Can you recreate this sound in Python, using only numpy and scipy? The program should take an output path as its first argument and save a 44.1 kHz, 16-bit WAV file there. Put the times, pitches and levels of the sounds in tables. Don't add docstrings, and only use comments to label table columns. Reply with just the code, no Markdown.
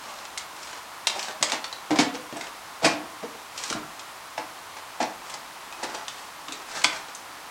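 import sys
import numpy as np
from scipy import signal
from scipy.fft import rfft, irfft, next_fast_len
from scipy.io import wavfile
from scipy.ndimage import uniform_filter1d

SR = 44100
rng = np.random.default_rng(int(sys.argv[2]) if len(sys.argv) > 2 else 0)


def transcribe(u):
    v = np.clip(np.atleast_2d(u).T, -1, 1)
    q = np.round(v * 32767).astype(np.int16)
    wavfile.write(sys.argv[1], SR, q)


N = 330818
EVENT_SAMPLES = 7680
AGE = np.arange(EVENT_SAMPLES) / SR


def amp(db):
    return 10 ** (np.asarray(db) / 20)


def unit(x):
    return x / np.sqrt(np.mean(x ** 2) + 1e-20)


def unit_hit(x):
    return x / np.sqrt(uniform_filter1d(x ** 2, size=SR // 100).max() + 1e-20)


def along(points, hz):
    point_hz, values = np.transpose(points)
    return np.interp(np.log(hz + 1), np.log(point_hz + 1), values)


def add(track, start, x):
    part = track[max(round(start * SR), 0):][:len(x)]
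    part += x[:len(part)]


def colour(x, spectrum, tilt=0):
    m = 2 * next_fast_len(len(x) // 2 + 256, True)
    hz = np.fft.rfftfreq(m, 1 / SR)
    slope = tilt * np.log2(np.maximum(hz, 400) / 1000)
    cepstrum = irfft(np.log(amp(along(spectrum, hz) + slope)))
    cepstrum[1:m // 2] *= 2
    cepstrum[m // 2 + 1:] = 0
    response = np.exp(rfft(cepstrum))
    return irfft(rfft(x, m) * response)[:len(x)]


def fade(t60, t=AGE):
    return np.exp(-np.log(1000) * t / t60)


def rattle(rise, t60, uneven_db=3):
    sizes = amp(uneven_db * np.repeat(rng.standard_normal(EVENT_SAMPLES // 48), 48))
    collisions = sizes * rng.standard_normal(EVENT_SAMPLES)
    build_up = np.minimum(AGE / max(rise, 1 / SR), 1)
    return collisions * build_up * fade(t60, np.maximum(AGE - rise, 0))


def ring(modes, scatter_db, waver_hz):
    hz, db, t60 = np.transpose(modes)[:, :, None]
    strength = amp(db + scatter_db * rng.standard_normal(hz.shape))
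    wavering = hz + waver_hz * rng.standard_normal((len(hz), EVENT_SAMPLES // 128))
    pitch = np.repeat(wavering, 128, axis=1)
    start_phase = rng.uniform(0, 2 * np.pi, hz.shape)
    phase = np.cumsum(pitch, axis=1) * (2 * np.pi / SR) + start_phase
    return np.sum(strength * fade(t60) * np.sin(phase.astype(np.float32)), axis=0)


def walls(x, walls_db, t60):
    t = AGE[:EVENT_SAMPLES // 3]
    echoes = rng.standard_normal(len(t)) * fade(t60, t) * (1 - fade(0.014, t))
    reflected = signal.fftconvolve(x, echoes / np.linalg.norm(echoes))[:len(x)]
    return x + amp(walls_db) * reflected


# (frequency [Hz], relative density [dB per Hz])
HISS_SPECTRUM = [(20, -31), (45, -18.5), (86, -16), (161, -15.5), (230, -14.5), (300, -11), (425, -13),
                 (620, -7.5), (800, -3), (1060, -1), (1600, -7.5), (2700, -12), (4100, -14), (10000, -21),
                 (15800, -28)]
HISS_DB = -41.5


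def hiss():
    m = next_fast_len(N, True)
    gain = amp(along(HISS_SPECTRUM, np.fft.rfftfreq(m, 1 / SR)))
    shaped = rfft(rng.standard_normal(m)) * gain
    return amp(HISS_DB) * unit(irfft(shaped, m)[:N])


def friction(length, grains_per_s, grain_db):
    t = np.arange(2 * EVENT_SAMPLES) / SR
    catches = rng.standard_normal(len(t)) * (rng.random(len(t)) < grains_per_s / SR)
    swell = np.abs(np.sin(np.pi * np.minimum(t / length, 1))) ** 0.59
    return swell * (rng.standard_normal(len(t)) + amp(grain_db) * unit(catches))


# (time [s], length [s], level [dB], brightness [dB per octave])
STROKES = [(0, 0.27, -43.5, -1.5), (0.559, 0.23, -43.5, 0.5), (1.121, 0.21, -38.5, 0.5),
           (1.441, 0.13, -39, -3), (2.33, .17, -43, -3), (3.545, 0.22, -37.7, 1), (5.228, 0.15, -45.5, -1),
           (5.76, 0.3, -40, -2.5), (6.097, 0.19, -47.5, 1), (6.468, 0.18, -45, -2),
           (6.658, 0.14, -41.5, -0.5), (6.74, 0.077, -33, -1), (6.868, 0.16, -37.5, -1.5)]
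# (frequency [Hz], relative density [dB per Hz])
RUB_SPECTRUM = [(100, -18.5), (300, -6.5), (800, 1), (1500, 0.5), (3000, -5), (5500, -3), (8000, -6.5),
                (11000, -23), (16000, -34)]
# (time [s], length [s], level [dB])
DRAGS = [(1.135, 0.073, -32), (1.277, 0.04, -36), (1.91, 0.067, -31.5), (2.862, .04, -25), (5.74, .3, -42)]
# (frequency [Hz], relative density [dB per Hz])
JUDDER_SPECTRUM = [(100, -34), (300, -14), (550, -9.5), (760, -4), (1000, -8.5), (1500, -20), (5000, -47)]


def slides():
    out = np.zeros(N)
    for start, length, db, tilt in STROKES:
        rubbing = friction(length, grains_per_s=400, grain_db=-1.5)
        rub = unit_hit(colour(rubbing, RUB_SPECTRUM, tilt))
        add(out, start, amp(db) * walls(rub, walls_db=-5.0, t60=0.025))
    for start, length, db in DRAGS:
        dragging = friction(length, grains_per_s=260, grain_db=1.5)
        judder = unit_hit(colour(dragging, JUDDER_SPECTRUM))
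        add(out, start, amp(db) * walls(judder, walls_db=-10, t60=0.06))
    return out


# (frequency [Hz], relative density [dB per Hz])
PLASTIC_SPECTRUM = [(100, -35), (350, -18), (600, -4), (1100, -0.5), (1700, -4), (2400, 0), (4000, -0.5),
                    (6000, -2), (8000, -5), (11000, -21.5), (16000, -44)]
CLICK_T60_S = .045


def click(db, hz, ring_db, tilt):
    short = EVENT_SAMPLES // 2
    contact = rattle(0.0009, CLICK_T60_S, uneven_db=2.0)[:short]
    crack = unit_hit(colour(contact, PLASTIC_SPECTRUM, tilt))
    modes = [(hz, 0, .024), (hz * 1.11, -3, .02), (hz * 1.1, -6, .016)]  # (Hz, dB, t60 s)
    tone = unit_hit(ring(modes, scatter_db=0.0, waver_hz=70)[:short])
    return amp(db) * walls(unit_hit(crack + amp(ring_db) * tone), walls_db=-9.5, t60=0.052)


TICKS_PER_S, TICK_DB, TICK_RING_DB = 12, 0, -9
TICK_HZ, TICK_SPREAD_OCTAVES = 4000, .5


def ticks(count=4):
    out = np.zeros(N)
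    for start, length, db, tilt in STROKES:
        delays = (np.arange(count) + rng.random(count)) / TICKS_PER_S
        detunings = TICK_SPREAD_OCTAVES * rng.standard_normal(count)
        for delay, octaves in zip(delays, detunings):
            tick = click(db + TICK_DB, TICK_HZ * 2 ** octaves, TICK_RING_DB, tilt)
            add(out, start + delay, (delay < length) * tick)
    return out


# (time [s], level [dB], ring [Hz], ring over crack [dB], brightness [dB per octave])
CLICKS = [(.251, -37, 6700, -16, -2), (0.3754, -27.5, 2170, -3, 3), (.629, -38.5, 5000, -9, 1),
          (.729, -36.5, 1460, -4, -4), (1.070, -15.5, 3650, -4, -.2), (1.099, -29.5, 1190, -3, -2),
          (1.193, -27.3, 5300, -5, -.5), (1.228, -30, 4350, -1, 2), (1.283, -33, 1540, -3, -3),
          (1.4262, -14.7, 2150, -12, .6), (1.498, -29, 2300, -8, 1), (1.5194, -21, 2340, -11, -.6),
          (1.6422, -28, 4430, -4, -1.5), (1.727, -30.5, 3900, 0, -3), (2.152, -34, 3300, -9, -3.5),
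          (2.369, -39, 7900, 3, 4), (2.41, -30.5, 2150, -4, -.5), (2.468, -36.5, 3480, -15, -4),
          (3.577, -30.5, 5120, -2, 2), (3.637, -28.5, 6340, -6, 1.5), (3.700, -27, 5500, -5, .5),
          (3.7265, -24.5, 1260, 3, 1), (3.993, -37, 5550, -18, 1), (5.0266, -32, 5780, -2, 0.5),
          (5.298, -37, 2400, -3, 2), (5.340, -34.5, 4690, -3, 2), (5.7248, -37.5, 2520, -2, -1),
          (5.833, -32, 7600, -13, 3), (5.9463, -33.5, 4450, -20, .5), (6.0814, -29, 3550, -1, 0.5),
          (6.483, -34, 3700, -8, -2.5), (6.5218, -31, 3550, -13, 2), (6.8392, -23.5, 7670, -5, 2),
          (7.1494, -35, 6400, -3.5, 8)]


def clicks():
    out = np.zeros(N)
    for start, db, hz, ring_db, tilt in CLICKS:
        add(out, start, click(db, hz, ring_db, tilt))
    return out


# (frequency [Hz], level [dB], t60 [s])
DRAWER_MODES = [(122.3, -2.5, 0.18), (158, -0.5, 0.11), (225, -5, .13), (270, -1, 0.12), (306.7, 0, .23),
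                (344, -9, 0.088), (469, -2, 0.16), (497, 1, .13), (564, -10.5, 0.097), (667.5, -0.5, 0.12),
                (748, 1, 0.096), (867, 0, 0.12), (950, 1, 0.051)]
# (frequency [Hz], relative density [dB per Hz])
WOOD_SPECTRUM = [(25, -50), (60, -35), (110, -23), (200, -9), (280, -6.5), (400, -8), (600, -2),
                 (850, -0.5), (1200, -9.5), (2300, -7), (3000, -12.5), (5000, -12), (7500, -18.5),
                 (10000, -30.5), (16000, -59)]
KNOCK_T60_S = .125
BOOM_DB, BOOM_DB_PER_OCTAVE, BOOM_DB_PER_TILT = -1.2, -0.8, -0.9
BOOM_REFERENCE_HZ = 400


def blow(db, rise, centre_hz, tilt, falloff_db=14):
    contact = unit_hit(colour(rattle(rise, KNOCK_T60_S), WOOD_SPECTRUM, tilt))
    modes = []
    for hz, level, t60 in DRAWER_MODES:
        octaves_away = abs(np.log2(hz / centre_hz))
        modes.append((hz, level - falloff_db * octaves_away, t60))
    onset = 1 - np.exp(-2 * AGE / rise)
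    boom = unit_hit(ring(modes, scatter_db=1, waver_hz=18) * onset)
    centre_octaves = np.log2(centre_hz / BOOM_REFERENCE_HZ)
    boom_db = BOOM_DB + BOOM_DB_PER_OCTAVE * centre_octaves + BOOM_DB_PER_TILT * tilt
    return amp(db) * walls(contact + amp(boom_db) * boom, walls_db=-10, t60=0.038)


# (time [s], level [dB], rise [s], centre of the struck modes [Hz], brightness [dB per octave])
KNOCKS = [(1.404, -40, .009, 200, 0), (1.428, -29.5, .002, 890, 2), (1.523, -28.5, .003, 950, 1),
          (1.905, -23.3, .003, 280, -1.4), (1.955, -27.5, .005, 320, -.3), (1.986, -16.6, .003, 260, 0.7),
          (2.138, -36.5, 0.0036, 480, 1), (2.325, -35.5, .001, 250, -1.2), (2.36, -38, .006, 720, -1.5),
          (2.820, -29, .014, 600, 0.5), (2.835, -32, .005, 120, .5), (2.841, -16.6, .009, 740, 1.3),
          (2.912, -35, .003, 296, 1.5), (3.031, -48, .003, 240, -4), (3.227, -34.5, .007, 420, -3),
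          (3.704, -38, 0.0018, 360, -3), (3.747, -34.5, 0.0066, 195, -3.5), (4.375, -29.7, .005, 790, -1.4),
          (4.765, -41, .003, 800, 0.5), (5.001, -26.5, .002, 700, -1.2), (5.008, -31.5, .002, 260, -1),
          (5.026, -30.5, .0014, 660, -1.5), (5.338, -38.5, .002, 900, 1), (5.828, -30.5, .004, 950, -.7),
          (5.940, -37, .01, 750, -0.5), (6.484, -47.5, .002, 250, -2), (7.084, -41, .001, 1000, 0)]
SETTLE_S, SETTLE_RISE_S, SETTLE_HZ = .012, 0.0028, 290
SETTLE_DB, SETTLE_GROWS, HARD_BLOW_DB = -3.7, .8, -17


def knocks(lowest_hz=115):
    out = np.zeros(N)
    for start, db, rise, centre_hz, tilt in KNOCKS:
        add(out, start, blow(db, rise, centre_hz, tilt))
        settle_db = db + SETTLE_DB + SETTLE_GROWS * (db - HARD_BLOW_DB)
        add(out, start + SETTLE_S, blow(settle_db, SETTLE_RISE_S, SETTLE_HZ, tilt))
    high_pass = signal.butter(2, lowest_hz, "high", fs=SR, output="sos")
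    return signal.sosfilt(high_pass, out)


# (time [s], level [dB], crack t60 [s], shell ring over crack [dB])
CLACK = (6.8428, -15, 0.01, 2)
# (frequency [Hz], level [dB], t60 [s])
CASE_MODES = [(730, -17.5, 0.044), (946, -4, 0.049), (1190, -9, 0.04), (1493, -11.5, 0.05),
              (2120, -1.5, .018), (2410, 5, .022), (2640, -4, 0.016), (3260, -4.5, 0.044),
              (3560, -3, 0.033), (4670, -8, 0.044), (6080, -11, .02), (7420, -9, 0.018)]
THUMP_DB, THUMP_HZ = -22, 260


def clack():
    out = np.zeros(N)
    start, db, crack_t60, ring_db = CLACK
    crack = unit_hit(colour(rattle(0.0019, crack_t60, uneven_db=1.5), PLASTIC_SPECTRUM, tilt=-.1))
    shell = unit_hit(ring(CASE_MODES, scatter_db=1.0, waver_hz=70) * (1 - fade(0.012)))
    chatter = unit_hit(colour(rattle(0.0046, 0.14), PLASTIC_SPECTRUM, tilt=-1.5))
    landing = crack + amp(ring_db) * shell + amp(-10.5) * chatter
    add(out, start, amp(db) * walls(landing, walls_db=-8.5, t60=0.072))
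    add(out, start, blow(db + THUMP_DB, rise=0.0025, centre_hz=THUMP_HZ, tilt=0))
    return out


# (frequency [Hz], t60 [s])
ROOM_DECAY = [(120, 0.55), (300, 0.49), (800, 0.46), (2000, 0.43), (5000, 0.29), (12000, 0.16)]


def room(x, count=24):
    out, step = np.zeros(N), N // count + 1
    hz, t, noise = signal.stft(rng.standard_normal((count, SR // 2)), SR, nperseg=256)
    decay = fade(along(ROOM_DECAY, hz)[:, None], t)
    tails = signal.istft(noise * decay, SR, nperseg=256)[1]
    tails *= 1 - fade(0.04, np.arange(tails.shape[1]) / SR)
    for start, tail in zip(range(0, N, step), tails):
        reverberant = signal.fftconvolve(x[start:start + step], tail / np.linalg.norm(tail))
        add(out, start / SR, reverberant)
    return out


def scene():
    rubbing, plastic, wood, landing = slides(), ticks() + clicks(), knocks(), clack()
    sent = amp(-8.5) * wood + amp(-6.5) * plastic + amp(-10) * landing + amp(-7.5) * rubbing
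    return (wood + plastic + landing + rubbing + room(sent) + hiss())[None]


TOP_HZ = 16000


def record(dry):
    rounded = dry / (1 + np.abs(dry / .85) ** 6) ** (1 / 6)
    m = next_fast_len(N + EVENT_SAMPLES)
    passband = np.fft.rfftfreq(m, 1 / SR) < TOP_HZ
    return irfft(rfft(rounded, m) * passband, m)[:, :N]


dry = scene()
out = record(dry)
transcribe(out)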